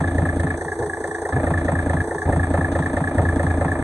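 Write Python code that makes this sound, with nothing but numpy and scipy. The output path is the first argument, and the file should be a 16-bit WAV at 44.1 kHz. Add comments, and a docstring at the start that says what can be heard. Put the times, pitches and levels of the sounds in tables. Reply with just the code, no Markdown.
"""Beside the block of a six-cylinder truck diesel, close up, at idle.
Each firing thuds, clatters, ticks (shaped noise, largely cycle-locked) and rings a metal part (decaying modes).
The pattern repeats every six firings over a deep drone (crank-locked sines) and a fine noise hiss.
Air buffets the microphone (noise bursts), stray ticks land now and then, and twice the sound turns thin."""
import sys
import numpy as np
from scipy import signal
from scipy.fft import rfft, irfft
from scipy.io import wavfile
from scipy.ndimage import map_coordinates

SR = 44100
rng = np.random.default_rng(int(sys.argv[2]) if len(sys.argv) > 2 else 0)


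def digitize_waveform(pressure):
    """Quantize a signal to 16-bit integers and store it at the path in sys.argv[1].

    Rows of a 2-D input are taken as channels; values are limited to [-1, 1].
    """
    field = np.atleast_2d(pressure).T
    bounded = np.clip(field, -1, 1)
    quanta = np.round(bounded * 32767).astype(np.int16)
    wavfile.write(sys.argv[1], SR, quanta)


N = 168903

# Cylinders in firing order: (thud [dB], clatter [dB], ring [dB], ring pitch [Hz], tick and hiss [dB])
CYLINDER_TABLE = [(-2.5, 2, -11, 1765, 4), (12.5, -2, -2, 1710, 0), (9, 0, -1, 1695, 3.5),
                  (-0.5, -1, -11, 1740, -2.5), (13.5, 0.5, -12, 1700, 3), (-14, 3.5, -4, 1770, 4)]
# Firing pulse harmonics: (multiple of firing rate [-], level [dB])
PULSE_HARMONICS = [(1, -46.5), (2, -34.5), (3, -25), (4, -36.5), (5, -51.5), (6, -43)]
# Drone, higher firing harmonics and lines between them: (multiple of six-firing cycle rate [-], level [dB])
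CYCLE_HARMONICS = [(19, -38), (20, -36), (21, -33.5), (32, -42), (33, -46.5), (54, -46), (56, -46),
                   (60, -35.5), (61, -45), (72, -35)]
# Thump parts, once a cycle: (time after first firing [s], pitch [Hz], time from peak to 1/e [s], level [dB])
THUMP_PARTS = [(0.013, 254.4, 0.016, -22.5), (.021, 160, 0.0094, -17.5)]
# Modes of the struck part: (ratio to ring pitch [-], level [dB], t60 [s])
RING_MODES = [(0.966, -11, 0.069), (0.999, -1.5, 0.07), (1.038, -6, 0.062), (1.084, -10, 0.025),
              (1.16, -13, 0.036)]
# Noise colours: (frequency [Hz], relative density [dB per Hz])
THUD_COLOUR = [(20, -33), (45, -1), (70, -3.5), (92, -5.5), (120, 1.5), (160, -5), (200, -7), (255, 4),
               (295, 1), (340, -11), (390, -15), (600, -35), (2000, -80)]
CLATTER_COLOUR = [(100, -57), (300, -12), (385, -9), (435, 2.5), (520, 1.5), (590, 6), (660, 2.5),
                  (740, 4.5), (860, -1), (980, -5), (1220, -4), (1350, -7.5), (1500, -10), (1800, -9.5),
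                  (2080, -13), (2250, -21), (2380, -16), (2650, -27.5), (4000, -66)]
TICK_COLOUR = [(800, -15), (2000, 3), (2700, -7.5), (3400, 6), (4500, -6), (5500, -5), (6100, -4.5),
               (6500, 3.5), (7100, -7.5), (7800, -13.5), (10000, -28), (13000, -57)]
HISS_COLOUR = [(100, -59), (7700, -52), (7900, -29), (8030, 2.5), (8250, -0.5), (8800, -8.5), (9500, -10.5),
               (10400, -16.5), (11000, -22.5), (11900, -25.5), (12600, -42)]
GUST_COLOUR = [(20, -43), (55, -15.5), (90, 0), (130, -6), (220, -20), (330, -22), (800, -17), (3000, -86)]
HOLLOW_COLOUR = [(200, -55), (360, -22), (400, -8), (422, 1.5), (442, -4), (485, -28), (900, -61)]  # air around the engine
# Left hiss, on top of its colour: (frequency [Hz], gain [dB])
HISS_LEFT_GAIN = [(8000, -18), (8250, -14), (9000, -23), (10300, -27), (12000, -26)]
# Air buffets: (time [s], time from peak to 1/e [s], level [dB])
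BUFFET_EVENTS = [(0.205, 0.042, -27.5), (0.821, 0.025, -16.5), (1.378, 0.022, -19.5), (1.69, 0.019, -27.5),
                 (2.291, .035, -20.5), (3.21, 0.03, -18)]
# Stray sharper ticks: (time [s], relative level [dB])
STRAY_TICK_EVENTS = [(0.403, -27), (0.8591, -40), (0.932, -39), (1.0746, -35), (1.2891, -30), (2.1442, -34),
                     (2.216, -45), (3.3594, -31)]
# Clatter level: (time [s], gain [dB])
CLATTER_GAIN = [(0, -0.5), (.16, -2.5), (.25, 1), (.33, -2), (.6, -1.5), (1.25, 1), (1.37, 1), (1.5, .5),
                (2.4, 0), (3.2, 0), (3.83, 0.1)]
# Upper clatter level as the microphone moves in: (time [s], gain [dB])
UPPER_CLATTER_GAIN = [(0, 0), (.6, -1.5), (1.4, 0), (2.4, 0.5), (3.2, 1), (3.83, 2)]
# Thin stretches: (start [s], end [s])
THIN_STRETCHES = [(0.566, 1.325), (2.03, 2.255)]
# Colour of the thin stretches: (frequency [Hz], gain [dB])
THIN_COLOUR = [(30, -9), (85, -11.5), (200, -12), (285, -13.5), (335, -1.5), (385, 8), (425, 5.5),
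               (480, -0.5), (600, -10.5), (750, -2), (1130, -1), (1250, -12.5), (1500, -1.5), (1700, -3),
               (1900, -2), (2200, -10.5), (2700, -16), (3400, -5.5), (6000, 4), (9000, 0)]
# Phase between the two microphones: (frequency [Hz], lead of left [rad])
LEFT_LEAD = [(20, 0), (1100, 0), (1400, 1.1), (1550, 1.1), (1700, -1.1), (2250, -1.5), (2600, -3.2),
             (3400, -4.3), (3700, -6.3), (4550, -6.2), (4750, -3.4), (5400, -2.7), (5900, -.1), (6500, .4),
             (7000, 2.9), (7550, 3.2), (8000, 5.4), (8700, 7)]
# Left-right likeness of the rattle: (frequency [Hz], shared part of power [-])
SHARED_POWER = [(20, 1), (300, 1), (650, 1), (900, 1), (1250, 0.59), (1560, 0.39), (1750, 0.85),
                (2250, 0.66), (2550, 0.46), (2900, 0.52), (3500, 0.93), (3900, 1), (4450, 0.71),
                (4650, 0.97), (5050, 1), (5700, 0.7), (6300, 0.71), (6850, 0.67), (7400, 0.89), (8200, 0.6),
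                (9000, 0.64), (10000, .2)]

FIRING_HZ, FIRST_S, WANDER_S = 28.012, .002, 0.000292  # wander: rms timing drift
UNEVEN_DB = 1.8  # rms scatter of strength between firings
PULSE_DELAY_S, DRONE_WAVER_RMS = 0.01303, 0.28
RING_DB, RING_RISE_S, RING_UNEVEN_DB = -14.5, 0.0042, 0.6
RING_PEAK_S = .0045  # modes fall into step this long after the blow
RING_DETUNE_RMS, RING_SLIP_CYCLES, RING_SIDE_CYCLES = 0.01, 0.17, 0.039
AIR_DB, HOLLOW_DB, HOLLOW_FOLLOW_DB = -37.5, -42, -19.5
STRAY_TICK_DB, STRAY_TICK_FADE_S = -11, .004
UPPER_BAND_HZ = (755, 1300)
THIN_IN_S, THIN_OUT_S = 0.02, 0.0089
BASS_HZ, BASS_SAG_DB_PER_S = 276, 13
FADE_S, EDGE_HZ = .004, 12500

CYLINDER_COUNT = len(CYLINDER_TABLE)
THUD_DB, CLATTER_DB, _, _, TICK_DB = np.transpose(CYLINDER_TABLE)
TIME_S = np.arange(N) / SR


def amp(db):
    """Decibels to gain."""
    return 10 ** (np.asarray(db) / 20)


def unit(x):
    """Scales to rms 1."""
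    return x / np.sqrt(np.mean(x ** 2) + 1e-20)


def read(points):
    """Reads a frequency table at every bin, linear in log frequency."""
    hz, value = np.transpose(points)
    bin_hz = np.fft.rfftfreq(N, 1 / SR)
    return np.interp(np.log(bin_hz + 1), np.log(hz + 1), value)


def colour(x, points):
    """Zero-phase filter from a table of (frequency [Hz], gain [dB])."""
    return irfft(rfft(x) * amp(read(points)), N)


def drift(hz):
    """Slow noise of rms 1, up to about hz."""
    lowpass = np.exp(-(np.fft.rfftfreq(N, 1 / SR) / hz) ** 2)
    return unit(irfft(rfft(rng.standard_normal(N)) * lowpass, N))


def firing_envelope(firings, levels_db, delay_s, rise_s, t60_s, floor_db):
    """Rises quickly at each firing, then decays exponentially toward a floor."""
    firings = firings - delay_s * FIRING_HZ
    k = np.floor(firings).astype(int)
    age_s = firings % 1 / FIRING_HZ
    cycles = 20  # enough to cover the duration
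    scatter_db = UNEVEN_DB * rng.standard_normal(cycles * CYLINDER_COUNT)
    strength = amp(np.tile(levels_db, cycles) + scatter_db)
    now = strength[k] * np.minimum(age_s / rise_s, 1) * amp(-60 * age_s / t60_s)
    before = strength[k - 1] * amp(-60 * (age_s + 1 / FIRING_HZ) / t60_s)
    return np.sqrt(now ** 2 + before ** 2 + amp(floor_db) ** 2)


def rattle(firings, fresh):
    """Stereo noise that recurs every engine cycle, with a fresh share of power; sides differ by SHARED_POWER."""
    size = round(CYLINDER_COUNT * SR / FIRING_HZ)
    flat_spectra = np.exp(2j * np.pi * rng.random((3, size // 2 + 1)))
    patterns = unit(irfft(flat_spectra, size))
    position = firings / CYLINDER_COUNT % 1 * size
    repeated = np.array([map_coordinates(p, [position], mode="grid-wrap") for p in patterns])
    noise = rng.standard_normal((3, N))
    common, *sides = rfft(np.sqrt(1 - fresh) * repeated + np.sqrt(fresh) * noise)
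    shared = read(SHARED_POWER)
    return irfft(np.sqrt(shared) * common + np.sqrt(1 - shared) * np.array(sides), N)


def air():
    """Moving air rumbles on the microphone, swells in buffets and holds a hollow note."""
    level = amp(AIR_DB)
    for at_s, half_s, db in BUFFET_EVENTS:
        level = level + amp(db) * np.exp(-((TIME_S - at_s) / half_s) ** 2)
    rumble = level * unit(colour(rng.standard_normal(N), GUST_COLOUR))
    hollow_level = amp(HOLLOW_DB) + amp(HOLLOW_FOLLOW_DB) * level
    return rumble + hollow_level * unit(colour(rng.standard_normal(N), HOLLOW_COLOUR))


def hiss(firings):
    """Non-repeating treble noise pulsed by the firings, mostly on the right."""
    envelope = firing_envelope(firings, TICK_DB, delay_s=0, rise_s=.002, t60_s=0.1, floor_db=-2.5)
    flicker = amp(0.94 * drift(83))
    left, right = colour(rattle(firings, fresh=1.0) * envelope * flicker, HISS_COLOUR)
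    return amp(-46.0) * unit(np.array([colour(left, HISS_LEFT_GAIN), right]))


def drone(firings):
    """Crank-locked sines: a low pulse per firing, wavering cycle harmonics and a thump per cycle."""
    pulse_at = firings - PULSE_DELAY_S * FIRING_HZ
    pulse = sum(amp(db) * np.cos(2 * np.pi * k * pulse_at) for k, db in PULSE_HARMONICS)
    hum = 0
    for k, db in CYCLE_HARMONICS:
        waver = 1 + DRONE_WAVER_RMS * drift(11.7)
        hum = hum + amp(db) * waver * np.sin(2 * np.pi * (k / CYLINDER_COUNT * firings + rng.random()))
    out = np.sqrt(2) * (pulse * (1 + DRONE_WAVER_RMS * drift(6.7)) + hum)
    half_cycle = CYLINDER_COUNT / 2
    for at_s, hz, half_s, db in THUMP_PARTS:
        # time from the nearest thump, negative before it
        offset = (firings - at_s * FIRING_HZ + half_cycle) % CYLINDER_COUNT - half_cycle
        age_s = offset / FIRING_HZ
        tone = np.sin(2 * np.pi * (hz * age_s + rng.random()))
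        out = out + amp(db) * np.exp(-(age_s / half_s) ** 2) * tone
    return out


def stray_ticks():
    """A few sharper metallic ticks: treble noise that starts abruptly at each tick and decays quickly."""
    level = sum(amp(db) * (TIME_S >= at_s) * np.exp(-abs(TIME_S - at_s) / STRAY_TICK_FADE_S)
                for at_s, db in STRAY_TICK_EVENTS)
    return amp(STRAY_TICK_DB) * level * unit(colour(rng.standard_normal((2, N)), TICK_COLOUR))


def firing_tick(firings):
    """Bright, half-repeating noise at each firing."""
    envelope = firing_envelope(firings, TICK_DB, delay_s=0, rise_s=0.0023, t60_s=0.15, floor_db=-6.5)
    flicker = amp(1.0 * drift(67))
    return amp(-51.5) * unit(colour(rattle(firings, fresh=0.54) * envelope * flicker, TICK_COLOUR))


def ring(firings):
    """Each firing strikes a metal part whose close modes ring briefly."""
    out = np.zeros((2, N + SR))
    t = np.arange(SR // 12) / SR
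    rise = np.minimum(t / RING_RISE_S, 1)
    starts = np.searchsorted(firings, np.arange(int(firings[-1]) + 1))
    for k, at in enumerate(starts):
        _, _, db, hz, _ = CYLINDER_TABLE[k % CYLINDER_COUNT]
        for ratio, mode_db, t60_s in RING_MODES:
            detune, force, side, slip = rng.standard_normal(4)
            mode_hz = hz * ratio * (1 + RING_DETUNE_RMS * detune)
            side_cycles = RING_SIDE_CYCLES * side * np.array([[1], [-1]])
            cycles = mode_hz * (t - RING_PEAK_S) + RING_SLIP_CYCLES * slip + side_cycles
            level = amp(db + mode_db + RING_UNEVEN_DB * force)
            out[:, at:at + len(t)] += level * rise * amp(-60 * t / t60_s) * np.sin(2 * np.pi * cycles)
    balance_db = np.array([[.5], [-.6]])
    return amp(RING_DB + balance_db) * out[:, :N]


def approach(x):
    """The clatter swells and sinks; its upper band changes level as the microphone moves in."""
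    near = amp(np.interp(TIME_S, *np.transpose(CLATTER_GAIN)))
    upper = amp(np.interp(TIME_S, *np.transpose(UPPER_CLATTER_GAIN)))
    bandpass = signal.butter(2, UPPER_BAND_HZ, "bandpass", fs=SR, output="sos")
    return near * (x + (upper - 1) * signal.sosfiltfilt(bandpass, x))


def clatter(firings):
    """Combustion shakes the block: hard, mostly repeating midrange noise."""
    envelope = firing_envelope(firings, CLATTER_DB, delay_s=.002, rise_s=.004, t60_s=0.12, floor_db=-13.5)
    return amp(-27.5) * approach(unit(colour(rattle(firings, fresh=0.13) * envelope, CLATTER_COLOUR)))


def thud(firings):
    """Combustion shakes the block: low, nearly repeating noise, equal on both sides."""
    envelope = firing_envelope(firings, THUD_DB, delay_s=0.0082, rise_s=0.0033, t60_s=0.047, floor_db=0)
    return amp(-28.5) * unit(colour(rattle(firings, fresh=0.027)[0] * envelope, THUD_COLOUR))


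def scene():
    """One crankshaft, counted in firings, drives all layers but the air and stray ticks."""
    firings = (TIME_S - FIRST_S + WANDER_S * drift(1.9)) * FIRING_HZ
    background = air() + hiss(firings) + drone(firings) + stray_ticks()
    return background + firing_tick(firings) + ring(firings) + clatter(firings) + thud(firings)


def record(dry):
    """End fades, thin stretches with sinking bass, microphone phase and band limit."""
    edge_s = np.minimum(TIME_S, TIME_S[::-1])
    dry = dry * np.sin(np.pi / 2 * np.minimum(edge_s / FADE_S, 1)) ** 2
    thin, held_s = 0, 0
    for start_s, end_s in THIN_STRETCHES:
        ramp = np.minimum((TIME_S - start_s) / THIN_IN_S, (end_s - TIME_S) / THIN_OUT_S)
        thin = thin + np.clip(ramp + .5, 0, 1)
        inside = (TIME_S > start_s) * (TIME_S < end_s + THIN_OUT_S)
        held_s = held_s + (TIME_S - start_s) * inside
    thinned = colour(dry, THIN_COLOUR)
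    bass = signal.sosfiltfilt(signal.butter(2, BASS_HZ, fs=SR, output="sos"), thinned)
    sagged = thinned - bass * (1 - amp(-BASS_SAG_DB_PER_S * held_s))
    left, right = (1 - thin) * dry + thin * sagged
    left = irfft(rfft(left) * np.exp(1j * read(LEFT_LEAD)), N)
    lowpass = signal.firwin(255, EDGE_HZ, window=("kaiser", 8), fs=SR)
    return signal.oaconvolve(np.array([left, right]), lowpass[None], "same")


dry = scene()
out = record(dry)
digitize_waveform(out)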